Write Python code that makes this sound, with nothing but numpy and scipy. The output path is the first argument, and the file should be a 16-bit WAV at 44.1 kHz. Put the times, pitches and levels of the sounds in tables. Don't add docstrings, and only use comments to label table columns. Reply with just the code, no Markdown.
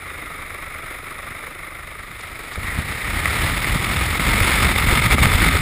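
import sys
import numpy as np
from scipy import signal
from scipy.fft import rfft, irfft, next_fast_len
from scipy.io import wavfile

SR = 44100
rng = np.random.default_rng(int(sys.argv[2]) if len(sys.argv) > 2 else 0)


def unload_wav(signal):
    wavfile.write(
        sys.argv[1],
        SR,
        np.round(np.clip(np.atleast_2d(signal).T, -1, 1) * 32767).astype(np.int16),
    )


N = 247401
TIME = np.arange(N) / SR
SIZE = next_fast_len(N + SR // 4)
HZ = np.maximum(np.arange(SIZE // 2 + 1) * SR / SIZE, 1)


def from_db(db):
    return 10 ** (np.asarray(db) / 20)


def rms_one(x):
    return x / np.sqrt(np.mean(x ** 2) + 1e-20)


def eq_curve(points):
    hz, db = np.transpose(points)
    return np.interp(np.log(HZ), np.log(hz), db)


def bell(hz, width):
    return 1 / (1 + (2 * (HZ - hz) / width) ** 2)


def colour(x, db):
    cepstrum = irfft(np.log(from_db(db)), SIZE)
    cepstrum[1:SIZE // 2] *= 2
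    cepstrum[SIZE // 2 + 1:] = 0
    return irfft(rfft(x, SIZE) * np.exp(rfft(cepstrum)), SIZE)[:N]


def drift(hz):
    return rms_one(irfft(rfft(rng.standard_normal(SIZE)) / (1 + (HZ / hz) ** 2), SIZE)[:N])


def bump(centre_s, length_s):
    return np.exp(-np.minimum((2 * (TIME - centre_s) / length_s) ** 2, 20))


def fade_in(centre_s, length_s):
    return .5 + .5 * np.tanh(2 * (TIME - centre_s) / length_s)


def engine_speed(idle_hz, full_hz, throttle_s, lag_s):
    return full_hz - (full_hz - idle_hz) * np.exp(-np.maximum(TIME - throttle_s, 0) / lag_s)


def blade_throb(passes, phase, depth_db):
    return depth_db * np.cos(2 * np.pi * (passes - phase))


def slug_edge(passes, phase, width):
    return np.exp(-(np.sin(np.pi * (passes - phase)) / (np.pi * width)) ** 2)


def turbulence(swing_db, flicker_db, flicker_hz):
    return rng.standard_normal(N) * from_db(swing_db + flicker_db * drift(flicker_hz))


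# f/Hz, level/dB
GENTLE_FLOW_EQ = [(100, -39), (210, -7.5), (300, 2), (450, -2), (900, -8.5), (1700, -13.5), (2900, -15),
                  (4500, -17), (8000, -20), (12000, -27), (15300, -25)]
ROUGH_FLOW_EQ = [(100, -10.5), (220, 3), (400, 2.5), (900, 1), (1700, -6), (2900, -6), (4500, -8),
                 (8000, -13), (12000, -24.5), (15300, -24)]
# f/Hz, width/Hz, gentle-flow gain/dB, rough-flow gain/dB
PORT_RESONANCES = [(584, 450, 7, -4), (1257, 460, 18, 5.5), (2108, 1060, 26, 15), (3683, 810, 12.5, 7),
                   (5110, 570, 7, 2.5), (5996, 610, -10.5, -17.5), (6880, 630, 6.5, 2.5),
                   (8410, 730, 10.5, 8.5), (9886, 990, 23, 16.5), (10740, 290, 14.5, 8),
                   (12160, 390, -8, -22), (13640, 340, 11.5, 2.5), (14150, 1670, 17, 19)]
def port_colours():
    gentle_peaks = sum(db * bell(hz, width) for hz, width, db, _ in PORT_RESONANCES)
    rough_peaks = sum(db * bell(hz, width) for hz, width, _, db in PORT_RESONANCES)
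    return eq_curve(GENTLE_FLOW_EQ) + gentle_peaks, eq_curve(ROUGH_FLOW_EQ) + rough_peaks


# f/Hz, width/Hz, relative level/dB
PORT_WHISTLES = [(1230, 130, 0), (2190, 260, 0), (3641, 130, -1), (8355, 170, -8)]
def port_hiss(passes, roughness, singing_db):
    gentle_eq, rough_eq = port_colours()
    mids = 1 / (1 + (HZ / 1750) ** 8)
    slug_db = blade_throb(passes, phase=.7, depth_db=3.7)
    edges_db = 5.4 * slug_edge(passes, phase=.53, width=.15) + 3.4 * slug_edge(passes, .97, .14)
    chug = turbulence(slug_db, flicker_db=-0.05, flicker_hz=630)
    fizz = turbulence(edges_db, flicker_db=0.7, flicker_hz=360)
    gentle = colour(chug, gentle_eq + 10 * np.log10(mids))
    gentle += colour(fizz, gentle_eq + 10 * np.log10(1.001 - mids))
    rough_slug_db = blade_throb(passes, phase=.66, depth_db=1.9) + .4 * drift(25)
    rough_flow = turbulence(rough_slug_db, flicker_db=2.1, flicker_hz=400)
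    rough = colour(rough_flow, rough_eq)
    whistle_power = sum(from_db(db) ** 2 * bell(hz, width) ** 2 for hz, width, db in PORT_WHISTLES)
    song = colour(rough_flow, 10 * np.log10(whistle_power))
    hiss = np.sqrt(1 - roughness) * rms_one(gentle) + np.sqrt(roughness) * rms_one(rough)
    return rms_one(hiss + from_db(singing_db) * rms_one(song))


# f/Hz, level/dB
BUFFET_EQ = [(8, -43), (22, -21), (40, -3), (72, -3.5), (105, -6.5), (150, -10), (250, -14.5), (450, -31),
             (1000, -60.5), (4000, -87)]
def buffet(passes, roughness):
    large = turbulence(blade_throb(passes, phase=0.25, depth_db=-1.4), flicker_db=-0.5, flicker_hz=59)
    small = turbulence(2.24 * drift(13.4), flicker_db=2.5, flicker_hz=86)
    lows = 1 / (1 + (HZ / 150) ** 6)
    rumble = colour(large, eq_curve(BUFFET_EQ) + 10 * np.log10(lows))
    flutter = colour(rms_one(small), eq_curve(BUFFET_EQ) + 10 * np.log10(1.001 - lows))
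    return rms_one(rumble + from_db(-2.2 * (1.5 - roughness)) * flutter)


# f/Hz, level/dB
EXHAUST_EQ = [(5, -60), (25, 8), (50, -8), (75, 3), (100, -6), (125, -28), (150, -1), (200, -28.5),
              (800, -36), (4000, -81)]
def exhaust(passes, uneven_db):
    firings = np.diff(np.floor(passes + 0.4094), prepend=0)
    pulses = firings * from_db(uneven_db * drift(60))
    return rms_one(colour(pulses, eq_curve(EXHAUST_EQ)))


def firing_knocks(passes, phase, level_db, spread_db):
    times = np.interp(np.arange(int(passes[-1])) + phase, passes, TIME)
    return list(zip(times, level_db + spread_db * rng.standard_normal(len(times))))


# t/s, relative level/dB
CABIN_RATTLES = [(2.392, -16), (2.557, -14), (2.632, -13.5), (3.1043, -10), (3.2565, -4), (3.342, -9.5),
                 (3.6443, -9), (4.196, -5.5), (4.4034, 0.5), (4.7601, -12), (5.1825, -6)]
def cabin_rattles(knocks, decay_s, ring_hz, ring_db):
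    gentle_eq, _ = port_colours()
    ring_eq = gentle_eq + ring_db * bell(ring_hz, width=200)
    age = TIME[:SR // 50]
    bursts = np.zeros(N + len(age))
    for t, db in list(CABIN_RATTLES) + knocks:
        start = round(t * SR)
        burst = rng.standard_normal(len(age)) * np.exp(-age / decay_s)
        bursts[start:start + len(age)] += from_db(db) * burst
    return colour(bursts, ring_eq) / np.sqrt(np.mean(from_db(ring_eq) ** 2))


# centre t/s, length/s, hiss gain/dB, bass gain/dB
BIG_GUSTS = [(.92, .08, 2.5, 1), (2.0, 0.78, -2.5, 0.5), (2.675, 0.074, 3, 3.5), (2.795, 0.033, 3, 8),
             (3.28, 0.32, 1.5, -0.5), (3.975, 0.47, -1.5, -1.5), (4.189, 0.019, -6.5, -5),
             (4.492, 0.14, 3, -1), (4.738, 0.022, -4, -4), (4.787, 0.016, 5.5, 3), (4.86, 0.013, -7.5, 1),
             (4.92, 0.023, 4.5, -9), (5.009, 0.015, -5.5, 2), (5.088, 0.027, -7.5, 3.5),
             (5.129, 0.036, 3, 4), (5.163, 0.029, -11.5, -5.5), (5.212, 0.01, -10, 3),
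             (5.353, 0.016, 5.5, 7), (5.369, 0.026, -7, -3), (5.422, 0.037, 4, 6.5),
             (5.505, 0.012, -6.5, 2), (5.601, 0.027, -8, -1)]
def gusts(octaves, rate_hz):
    small_db = (0.8 + .5 * octaves) * drift(rate_hz)
    bass_lumps_db = 0.3 * octaves * drift(rate_hz)
    big_hiss_db = sum(db * bump(t, length) for t, length, db, _ in BIG_GUSTS)
    big_bass_db = sum(db * bump(t, length) for t, length, _, db in BIG_GUSTS)
    return small_db + big_hiss_db, small_db + bass_lumps_db + big_bass_db


# centre t/s, length/s, f/Hz, width/Hz, level/dB
PORT_SWISHES = [(2.211, 0.012, 6000, 3000, -38.5), (2.54, .02, 6000, 3030, -38),
                (2.692, .11, 1900, 700, -32.5), (2.714, 0.12, 11500, 7000, -41),
                (3.163, 1, 1870, 400, -33.5)]
def swishes():
    _, rough_eq = port_colours()
    flow = rfft(rng.standard_normal(SIZE)) * from_db(rough_eq)
    out = np.zeros(N)
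    for t, length, hz, width, db in PORT_SWISHES:
        band = rms_one(irfft(flow * bell(hz, width), SIZE)[:N])
        out += from_db(db) * bump(t, length) * band
    return out


# t/s, relative level/dB
EDDY_HITS = [(2.576, -14), (2.785, -11), (3.432, -9), (4.411, -9.5), (4.81, -13), (4.925, -5),
             (5.143, -5.5), (5.267, -5), (5.546, -6.5)]
def eddy_thumps(hz, decay_s, puff_hz, puff_db):
    puff_eq = 20 * np.log10(bell(puff_hz, width=510))
    puff = from_db(puff_db) * rms_one(colour(rng.standard_normal(N), puff_eq))
    out = np.zeros(N)
    for t, db in EDDY_HITS:
        span = slice(round(t * SR), round(t * SR) + SR // 12)
        age = TIME[span] - t
        out[span] += from_db(db) * (np.sin(2 * np.pi * hz * age) + puff[span]) * np.exp(-age / decay_s)
    return out


def scene():
    idle_hz = 24.86
    speed = engine_speed(idle_hz, full_hz=49.5, throttle_s=2.6, lag_s=1.14)
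    passes = np.cumsum(speed) / SR
    octaves = np.log2(speed / idle_hz)
    roughness = np.clip(0.41 * fade_in(centre_s=2.04, length_s=.4) + 0.56 * octaves, 0, 1)
    surge_db = 7.5 * fade_in(centre_s=2.57, length_s=0.054)
    hiss_gust_db, bass_gust_db = gusts(octaves, rate_hz=17)
    hiss_db = -33 + 15 * octaves + hiss_gust_db
    bass_db = -43 + 17 * octaves + surge_db + bass_gust_db
    throb_db = -46.5 + 13 * octaves
    hiss = from_db(hiss_db) * port_hiss(passes, roughness, singing_db=-58 + 51 * octaves)
    wind = from_db(bass_db) * buffet(passes, roughness)
    throb = from_db(throb_db) * exhaust(passes, uneven_db=3.5)
    knocks = firing_knocks(passes, phase=.58, level_db=-26.5, spread_db=3.5)
    cabin = from_db(-5) * cabin_rattles(knocks, decay_s=0.0018, ring_hz=2000, ring_db=6.5)
    thumps = from_db(-2.0) * eddy_thumps(hz=76.6, decay_s=0.012, puff_hz=201, puff_db=-10.5)
    return (hiss + swishes() + wind + throb + cabin + thumps)[None]


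def record(dry):
    ceiling, cutoff_hz = .95, 15400
    rounded = dry / (1 + (dry / ceiling) ** 4) ** .25
    return signal.sosfilt(signal.ellip(12, .1, 80, cutoff_hz, fs=SR, output="sos"), rounded)


dry = scene()
out = record(dry)
unload_wav(out)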